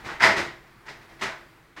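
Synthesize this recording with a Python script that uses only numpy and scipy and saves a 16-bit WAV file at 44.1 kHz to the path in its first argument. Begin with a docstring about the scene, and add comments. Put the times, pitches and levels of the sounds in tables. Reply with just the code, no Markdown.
"""The dying reverberation of an earlier knock and a quick chatter come first, over a faint, drifting hiss.
A light hollow ball strikes a wooden end stop inside a tube, some way from the microphone.
Each knock is a short blow that excites damped modes of wood and ball; little of it arrives directly.
It swells into a live room of dense reflections and dies there, while filtered noise makes the hiss."""
import sys
import numpy as np
from scipy import signal
from scipy.io import wavfile
from scipy.ndimage import uniform_filter1d

SR = 44100
rng = np.random.default_rng(int(sys.argv[2]) if len(sys.argv) > 2 else 0)


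def how_loud(loudness_db):
    """Turn decibels into a plain amplitude multiplier (0 dB gives 1, 20 dB gives 10)."""
    steps = np.asarray(loudness_db, float) / 20
    return 10 ** steps


def unload_wav(signal):
    """Save mono or channel-first audio to the path in sys.argv[1] as 16-bit WAV at rate SR, clipped to [-1, 1]."""
    wavfile.write(
        sys.argv[1],
        SR,
        np.round(np.clip(np.atleast_2d(signal).T, -1, 1) * 32767).astype(np.int16),
    )


N = 79380  # length [samples]


def unit_rms(x):
    """Normalization by the root mean square: scales to rms 1."""
    return x / np.sqrt(np.mean(x ** 2) + 1e-20)


def read_log_frequency(points, hz):
    """Linear interpolation of a spectral table on a logarithmic frequency axis."""
    table_hz, value = np.transpose(points)
    return np.interp(np.log(hz + 1), np.log(table_hz + 1), value)


def minimum_phase(gain_db, size=4096):
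    """Minimum-phase principle: the Hilbert transform of log gain gives the most compact causal click."""
    log_gain = np.maximum(gain_db, -100) * np.log(10) / 20
    circle = np.concatenate([log_gain, log_gain[-2:0:-1]])
    phase = -signal.hilbert(circle).imag
    return np.fft.ifft(np.exp(circle + 1j * phase)).real[:size]


# Relative noise spectrum of the hiss: (frequency [Hz], spectral density [dB per Hz])
HISS_SPECTRUM = [(12, -18), (25, -7.5), (48, -2.5), (75, -13.5), (135, -2.5), (175, -11.5), (250, -10.5),
                 (310, -14.5), (335, -1), (365, -13.5), (420, -13.5), (585, -17.5), (850, -13.5),
                 (1600, -13.5), (2300, -17), (2800, -24.5), (4500, -27.5), (6000, -33), (9000, -35.5),
                 (11000, -36.5), (13500, -37), (15800, -35)]
# Slow drift of the hiss about its base level: (time [s], level change [dB])
HISS_DRIFT = [(0, 5.5), (.7, 0), (1.101, 3), (1.5, 1.5), (1.8, -3)]


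def hiss():
    """Filtered Gaussian noise: air and electronics, with slightly uneven patches in time and frequency."""
    base_db, patch_spread_db = -54.5, 1.2
    frames, hz = N // 1024 + 5, np.fft.rfftfreq(4096, 1 / SR)
    real, imaginary, patches = rng.standard_normal((frames, 2049, 3)).T
    patches = uniform_filter1d(patches, size=40, axis=0)  # along frequency
    patches = unit_rms(uniform_filter1d(patches, size=3, axis=1))  # along time
    gain_db = read_log_frequency(HISS_SPECTRUM, hz)[:, None] + patch_spread_db * patches
    spectrum = (real + 1j * imaginary) * how_loud(gain_db)
    noise = signal.istft(spectrum, nperseg=4096, noverlap=3072)[1][:N]
    level_db = base_db + np.interp(np.arange(N) / SR, *np.transpose(HISS_DRIFT))
    return how_loud(level_db) * unit_rms(noise)


# Reverberation time of the room: (frequency [Hz], time to fall by 60 dB [s])
ROOM_DECAY = [(60, 0.41), (250, 0.37), (700, 0.39), (2000, 0.4), (5000, 0.36), (10000, 0.31), (15000, 0.3)]


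def room(chance):
    """Diffuse reverberation: dense reflections build up, then decay exponentially at a rate set by frequency."""
    slot = 12  # one reflection in each slot [samples]
    mean_excess_db = 1.5  # reflection levels are spread exponentially, before normalization
    swell_s = 0.0046  # time constant of the build-up
    far_db, far_slower = -18.5, 1.7  # second tail from further off: initial level, factor on decay time
    near_db, near_t60_s = -13.5, 0.083  # first arrivals: energy relative to the tail, decay
    near_low_hz, near_high_hz = 700, 2700  # they come round the wood, without bass or treble

    starts = np.arange(0, SR - slot, slot)
    place, sign, size = chance[:3 * len(starts)].reshape(3, -1)
    taps, age = np.zeros(SR), np.arange(SR) / SR
    tap_at = starts + (place * slot).astype(int)
    taps[tap_at] = np.sign(sign - 0.5) * how_loud(-mean_excess_db * np.log(1 - size))
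    taps = unit_rms(taps)

    hz, t, spectrum = signal.stft(taps, SR, nperseg=256)
    fall_db = -60 * t / read_log_frequency(ROOM_DECAY, hz)[:, None]
    decay = np.hypot(how_loud(fall_db), how_loud(far_db + fall_db / far_slower))  # the powers of both tails add
    tail = signal.istft(spectrum * decay, SR, nperseg=256)[1][:SR]
    tail = tail * (1 - np.exp(-age / swell_s))

    band = signal.butter(2, [near_low_hz, near_high_hz], "bandpass", fs=SR, output="sos")
    near = signal.sosfilt(band, taps[::-1] * how_loud(-60 * age / near_t60_s))
    return tail + how_loud(near_db) * np.linalg.norm(tail) * near / np.linalg.norm(near)


def ringing(modes, level_db, chance):
    """Modal superposition: damped cosines whose spectral peaks stand their level above a flat spectrum."""
    detune = 0.0093  # largest fractional shift: each blow lands elsewhere and shifts the modes a little
    t = np.arange(8192) / SR
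    total = np.zeros(len(t))
    for (hz, db, t60), u in zip(modes, chance):
        unit_peak = 2 * np.log(1000) / (t60 * SR)
        envelope = how_loud(db + level_db - 60 * t / t60) * unit_peak
        total += envelope * np.cos(2 * np.pi * hz * (1 + detune * (2 * u - 1)) * t)
    return total


# Relative spectrum of the blow before each knock colours it: (frequency [Hz], spectral density [dB per Hz])
BLOW_SPECTRUM = [(24, -31), (50, -27), (120, -12), (200, -23), (300, -12.5), (520, -13.5), (700, -10),
                 (1000, -9), (1250, -8.5), (1600, -9), (2000, -6.5), (2400, -11), (2750, -14.5),
                 (3300, -17), (3900, -18), (5100, -23.5), (6000, -25), (8000, -31.5), (10500, -40.5),
                 (13000, -44), (15800, -54)]
# Modes of the wood, before detuning and each knock's offset:
# (frequency [Hz], level over the blow [dB], time to fall by 60 dB [s])
WOOD_MODES = [(207.9, 5, .15), (347.2, 5.5, 0.32), (387.4, -4.5, 0.11), (648.3, 0.5, 0.3), (881, -3.5, .1),
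              (997, -3, 0.14), (1515, -9, 0.034)]
# Modes of the hollow ball, likewise: (frequency [Hz], level over the blow [dB], time to fall by 60 dB [s])
BALL_MODES = [(1763, -12.5, 0.019), (1922, -2, 0.1), (2100, -13.5, 0.026), (5020, -9.5, 0.005)]


def knock(thud_db, tick_db, wood_db, ball_db, chance):
    """Impulsive excitation: a short blow, duller or brighter, sets wood and ball ringing."""
    thud_hz, tick_hz = 590, 2730  # the thud lies below, the tick above
    hz = np.fft.rfftfreq(8192, 1 / SR)
    thud = thud_db / (1 + (hz / thud_hz) ** 4)
    tick = tick_db * (1 - 1 / (1 + (hz / tick_hz) ** 4))
    blow = minimum_phase(read_log_frequency(BLOW_SPECTRUM, hz) + thud + tick)
    modes = ringing(WOOD_MODES, wood_db, chance) + ringing(BALL_MODES, ball_db, chance[len(WOOD_MODES):])
    ring = signal.fftconvolve(blow, modes)[:8192]
    parts = np.array([np.pad(blow, (0, 4096)), ring])
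    return parts / np.linalg.norm(parts.sum(axis=0))  # unit energy of blow plus ring


# Knocks of the ball on the stop: (time [s], strength before the room [dB], low thud [dB], bright tick [dB],
# offset of the wood modes [dB], offset of the ball modes [dB])
KNOCK_LIST = [(.038, -42.5, 18, 5, 2, -16), (.047, -39, 12.5, 8, -5.5, 8), (0.059, -35.5, 8.5, 4, 5, 1),
              (.075, -39, -20, -40, -16, -13), (.087, -33.5, -5.5, -4.5, -13, -17),
              (0.116, -37.5, 5.5, -0.5, 4, -1), (0.198, -32, 9.5, 8, -22, 13),
              (0.2047, -21, -11.5, -9.5, 1, 2), (.219, -17.5, 0.5, 7.5, 15.5, 19.5),
              (.229, -15, -11, 1, -3, 12.5), (.237, -14.5, 1, -0.5, 11.5, 5), (.246, -22.5, -3, 0, -3, 11),
              (.253, -22, 2.5, -5, 7.5, -6), (0.298, -25.5, 8, -4, -9, 8), (.363, -28, -4.5, 8, -6, -4),
              (.369, -28.5, 12, 3, -1, -16), (.377, -28, 13.5, 8, 2, -2), (0.389, -28, 5, -10.5, -24, 12.5),
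              (.420, -41, -3, 0, -21, -6), (.526, -72, 6, 3, -3, 4), (.665, -58, -5, 1.5, -14, -4),
              (.853, -51, -4, 6, 22, 0), (0.863, -45, 3.5, 10.5, 16.5, 5), (0.8816, -37, 5, 3.5, -10, 11.5),
              (1.010, -51, -2, 3, 1, -6), (1.090, -54, 6, 5, 0, 2), (1.112, -52.5, -6, 2, -8, 3),
              (1.192, -47.5, 5, 9, 11, 9), (1.211, -30.5, 5, 16.5, 19, 3), (1.221, -26, -1.5, 2, -8, -4),
              (1.257, -31.5, -4, -11.5, 5.5, -11), (1.763, -44.5, 2.5, 6.5, 9, 0),
              (1.773, -39.5, 7, 0.5, -11, -2)]


def ball():
    """Convolution with the room: every knock starts from a slightly other place and has its own reflections."""
    earlier_s, earlier_db = 0.11, -31  # a knock this long before the start still rings in the room
    straight_db, ring_rise_s = -3.5, 0.0034  # part of the ringing is heard straight; its rise time constant
    lead = SR // 4  # space before the start for the earlier knock [samples]
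    out = np.zeros(lead + N + 2 * SR)
    knocks = [(-earlier_s, earlier_db, 0, 0, 0, 0)] + KNOCK_LIST
    for (s, db, *colour), chance in zip(knocks, rng.random((len(knocks), 12000))):
        blow, ring = knock(*colour, chance[::-1])
        reflections = room(chance)
        sound = signal.fftconvolve(blow + ring, reflections)
        rise = 1 - np.exp(-np.arange(len(ring)) / SR / ring_rise_s)
        sound[:len(ring)] += how_loud(straight_db) * np.linalg.norm(reflections) * rise * ring
        start = lead + round(s * SR)
        out[start:][:len(sound)] += how_loud(db) * sound
    return out[lead:lead + N]


def scene():
    """Linear superposition of ball and hiss in one channel."""
    return (ball() + hiss())[None]


def low_pass(x):
    """Removes everything above the highest recorded frequency."""
    return signal.sosfilt(signal.butter(12, 15890, fs=SR, output="sos"), x)


def record(dry):
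    """Single-channel capture: the finished mix loses everything above the end of the treble through a steep
    low-pass, without further gain."""
    return low_pass(dry)


dry = scene()
out = record(dry)
unload_wav(out)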